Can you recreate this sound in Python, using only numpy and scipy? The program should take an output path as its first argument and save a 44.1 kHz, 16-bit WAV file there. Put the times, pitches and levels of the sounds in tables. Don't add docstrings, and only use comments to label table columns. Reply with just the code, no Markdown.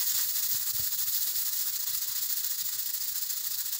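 import sys
import numpy as np
from scipy import signal
from scipy.fft import rfft, irfft
from scipy.io import wavfile
from scipy.ndimage import uniform_filter1d

SR = 44100
rng = np.random.default_rng(int(sys.argv[2]) if len(sys.argv) > 2 else 0)


def to_wav(s):
    ch = np.atleast_2d(s).T
    pcm = np.round(np.clip(ch, -1, 1) * 32767)
    wavfile.write(sys.argv[1], SR, pcm.astype(np.int16))


def ratio(d):
    e = np.asarray(d, float) / 20
    return 10 ** e


N = 167139


def evened(x):
    return x / np.sqrt(np.mean(x ** 2) + 1e-20)


def read(points, hz):
    f, value = np.transpose(points)
    return np.interp(np.log(hz + 1), np.log(f + 1), value, left=-80)


def drift(t, low_hz, top_hz):
    f = np.geomspace(low_hz, top_hz, num=30)[:, None]
    sines = np.sin(2 * np.pi * (f * t + rng.random(f.shape)))
    return evened((sines / np.sqrt(f)).sum(0))


def colour(x, db):
    return irfft(rfft(x) * ratio(db), len(x))


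def bump(t, s, length):
    return np.exp(-4 * np.log(2) * ((t - s) / length) ** 2)


def below(hz, corner_hz):
    return 1 / (1 + (hz / corner_hz) ** 4)


# time in [s], depth in [dB], length in [s].
STUMBLES = [(0.055, 5.7, 0.022), (0.135, 6.8, 0.015), (0.269, 3.5, 0.033), (0.331, 6.1, 0.033),
            (0.418, 9.1, 0.019), (0.483, 9.1, 0.015), (0.503, 3.0, 0.009), (0.596, 5.7, 0.033),
            (0.652, 8.2, 0.024), (0.729, 14.0, 0.014), (0.75, 3.1, 0.015), (0.778, 4.4, 0.013),
            (0.821, 5.9, 0.012), (0.857, 3.2, 0.009), (0.904, 9.6, 0.026), (0.969, 9.8, 0.019),
            (1.057, 9.5, 0.019), (1.111, 6.2, 0.018), (1.142, 2.6, 0.009), (1.201, 5.8, 0.022),
            (1.26, 6.2, 0.014), (1.339, 8.4, 0.033), (1.374, 2.6, 0.01), (1.414, 3, 0.01),
            (1.445, 9, 0.017), (1.512, 11, 0.02), (1.552, 4, 0.012), (1.586, 3.5, 0.014), (1.65, 6, 0.022)]
# time in [s], turns counted so far [count].
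ROCK = [(1.718, 0), (1.857, 1), (2.002, 2), (2.851, 8), (2.998, 9), (3.14, 10), (3.285, 11), (3.851, 15)]
# place in the turn [0-1], treble depth in [dB], bass depth in [dB],
# length in [s].
TURN = [
    (.0, 13, 6.5, .02),
    (.235, 5, 1.2, .011),
    (.46, 12.5, 4, .017),
    (.55, 2.5, 3.5, .016),
    (.775, 6.5, 2.5, .017),
]


def chokes(t):
    stumble_treble, stumble_bass = 0.94, 0.78
    spread_db, jitter_s = 1.2, .0015
    s, turns = np.transpose(ROCK)
    starts = np.interp(np.arange(turns[-1] + 1), turns, s)
    rows = [(s, stumble_treble * db, stumble_bass * db, length) for s, db, length in STUMBLES]
    for start, end in zip(starts, starts[1:]):
        for place, treble_db, bass_db, length in TURN:
            late, deep = rng.standard_normal(2)
            when = start + place * (end - start) + jitter_s * late
            rows.append((when, treble_db + spread_db * deep, bass_db + .5 * spread_db * deep, length))
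    s, treble_db, bass_db, length = np.transpose(rows)[:, :, None]
    length = length * np.where(t > s, .85, 1.15)
    shape = bump(t, s, length)
    return (bass_db * shape).sum(0), (treble_db * shape).sum(0)


# time in [s], extra roar in [dB], length in [s].
SPITS = [
    (.0, 5, .06),
    (.11, 3, .04),
    (.195, 7, .07),
    (.39, 3, .08),
    (.55, 2, .05),
    (.69, 2, .05),
]


def wet_surges(t):
    return sum(db * bump(t, s, length) for s, db, length in SPITS)


# time in [s], jet level in [dB].
PRESSURE = [(0, -31), (.07, -29), (.15, -29.5), (.27, -31), (.4, -29.5), (.6, -30.5), (.8, -31),
            (1.1, -30.1), (1.42, -30), (1.7, -31), (2.1, -30), (2.5, -30.5), (2.9, -31.5), (3.2, -31.5),
            (3.5, -31.5), (3.79, -31)]


def turbulence():
    hop, size = 64, 256
    frames = N // hop + 5
    hz = np.fft.rfftfreq(size, 1 / SR)[:, None]
    t = np.arange(frames) * hop / SR
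    real, imaginary, patches = rng.standard_normal((frames, size // 2 + 1, 3)).T
    patches = uniform_filter1d(patches, size=9, axis=0)
    patches = evened(uniform_filter1d(patches, size=12, axis=1))

    high = 1 / (1 + (9000 / (hz + 1)) ** 4)
    wet = 1 / (1 + (hz / 4500) ** 2)
    bass_db, treble_db = chokes(t)
    choked_low = (1 - high) / (1 + (700 / (hz + 1)) ** 4)

    field_db = np.interp(t, *np.transpose(PRESSURE)) + wet * wet_surges(t)
    field_db = field_db - high * treble_db - choked_low * bass_db
    field_db = field_db + (0.93 + 2.6 * below(hz, 900)) * patches
    field_db = field_db + .5 * drift(t, 11, 110)
    field_db = field_db + 0.49 * wet * drift(t, 4.4, 23) + 0.42 * high * drift(t, 30, 160)
    grains = (real + 1j * imaginary) * ratio(field_db)
    return evened(signal.istft(grains, nperseg=size, noverlap=size - hop)[1][:N])


# frequency in [Hz], density in [dB
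# per Hz].
JET = [(250, -51), (450, -40), (780, -43), (910, -30), (1750, -27), (2400, -29.5), (3220, -26),
       (3400, -19.5),
       (6100, -18), (7400, -9.5), (9000, -23), (11200, -12), (13000, -20), (14000, -14), (14750, -1),
        (15700, -3.5)]
# frequency in [Hz], width in [Hz], lift in [dB].
LID = [(425, 40, 4), (600, 200, 3), (1235, 60, 4), (1480, 90, 4), (1685, 60, 4), (1920, 200, 6.5),
       (2650, 80, 2), (2990, 70, 5), (4110, 120, 3.5), (4750, 1600, 6.5), (5650, 300, 1.5), (6300, 90, 2),
       (6610, 170, 5.5), (8300, 300, 3.5)]


def jet():
    hz = np.fft.rfftfreq(N, 1 / SR)
    lid_db = sum(db / (1 + (2 * (hz - mode_hz) / width) ** 2) for mode_hz, width, db in LID)
    return ratio(-25.5) * evened(colour(turbulence(), read(JET, hz) + lid_db))


def kitchen(x):
    t60_s, spacing = .2, 22
    at = np.arange(120, SR // 2, spacing)
    at = at + rng.integers(0, spacing, len(at))
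    taps = np.zeros(SR // 2 + spacing)
    taps[at] = rng.choice([-1., 1.], len(at)) * ratio(-60 * at / SR / t60_s)
    return signal.fftconvolve(x, taps / np.linalg.norm(taps))[:N]


# frequency in [Hz], density in [dB per Hz].
DRAUGHT = [(22, -9), (40, -10.5), (70, -5), (120, 1.5), (190, -5.5), (260, -10.5), (400, -23.5),
           (700, -18.5)]


def draught():
    eddies_per_s, calming_db_per_s = 140, 0.86
    t, hz = np.arange(N) / SR, np.fft.rfftfreq(N, 1 / SR)
    lumps_db = 1.5 * np.interp(t, t[::64], drift(t[::64], 6, 40)) - calming_db_per_s * t
    eddies = (rng.random(N) < eddies_per_s / SR) * rng.standard_normal(N)
    stir = 1.04 * rng.standard_normal(N) + 0.54 * evened(eddies)
    spectrum_db = read(DRAUGHT + [(1500, -61)], hz)
    return ratio(-67) * evened(colour(stir * ratio(lumps_db), spectrum_db))


# time in [s], level in [dB], pitch in [Hz], sign of the push [+-1].
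PUFFS = [(.155, -51, 105, 1), (.254, -57, 115, 1), (.531, -51, 150, -1), (.547, -45, 125, 1),
         (.614, -58, 105, 1), (.746, -47, 95, -1), (.7995, -39, 115, 1), (.8235, -47, 100, 1),
         (.879, -57, 115, 1), (.955, -55, 115, 1), (1.02, -58, 115, 1), (1.086, -57, 115, 1),
         (1.198, -59, 115, 1), (1.38, -54, 90, 1), (1.933, -56, 130, -1), (1.972, -54, 130, 1),
         (2.096, -54, 140, 1), (2.466, -59, 105, 1), (2.647, -58, 115, 1), (2.866, -59, 125, 1),
         (3.12, -57, 90, 1)]


def puffs():
    t = np.arange(N) / SR
    out = np.zeros(N)
    for s, db, hz, sign in PUFFS:
        since = t - s
        turns = since * hz
        bent = turns - 0.31 * np.tanh(turns) ** 2 * (turns > 0)
        fade = np.exp(-(turns / np.where(turns < 0, .5, 1.1)) ** 2)
        thud = np.sin(2 * np.pi * bent) * fade
        knock = 0.4 * np.sin(2 * np.pi * 300 * since) + 0.51 * np.sin(2 * np.pi * 600 * since)
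        knock = knock * np.exp(-((since + 0.00079) / 0.0019) ** 2)
        sharp = ratio(.5 * np.minimum(db + 40, 0))
        out += np.sign(sign) * ratio(db + 1.0) * (thud + sharp * knock)
    return out


def scene():
    steam = jet()
    mix = steam + ratio(-19) * kitchen(steam) + draught() + puffs()
    return np.tile(mix, (2, 1))


def gate(x):
    depth_db, top_hz = 5, 900
    hz, _, z = signal.stft(x, SR, nperseg=1024, noverlap=768)
    level_db = 10 * np.log10(uniform_filter1d(abs(z) ** 2, size=3, axis=-1) + 1e-20)
    usual_db = np.median(level_db, axis=-1, keepdims=True)
    under = np.clip((usual_db - level_db) / 6 + .5, 0, 1)
    gain_db = -depth_db * under * below(hz[:, None], top_hz)
    return signal.istft(z * ratio(gain_db), SR, nperseg=1024, noverlap=768)[1][:, :N]


def roll_off(x):
    return signal.sosfilt(signal.butter(12, 17090, fs=SR, output="sos"), x)


def record(dry):
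    edge = signal.firwin(1501, 15750, window=("kaiser", 11), fs=SR)
    mix = signal.oaconvolve(gate(dry), edge[None], "same")
    return roll_off(mix)


dry = scene()
out = record(dry)
to_wav(out)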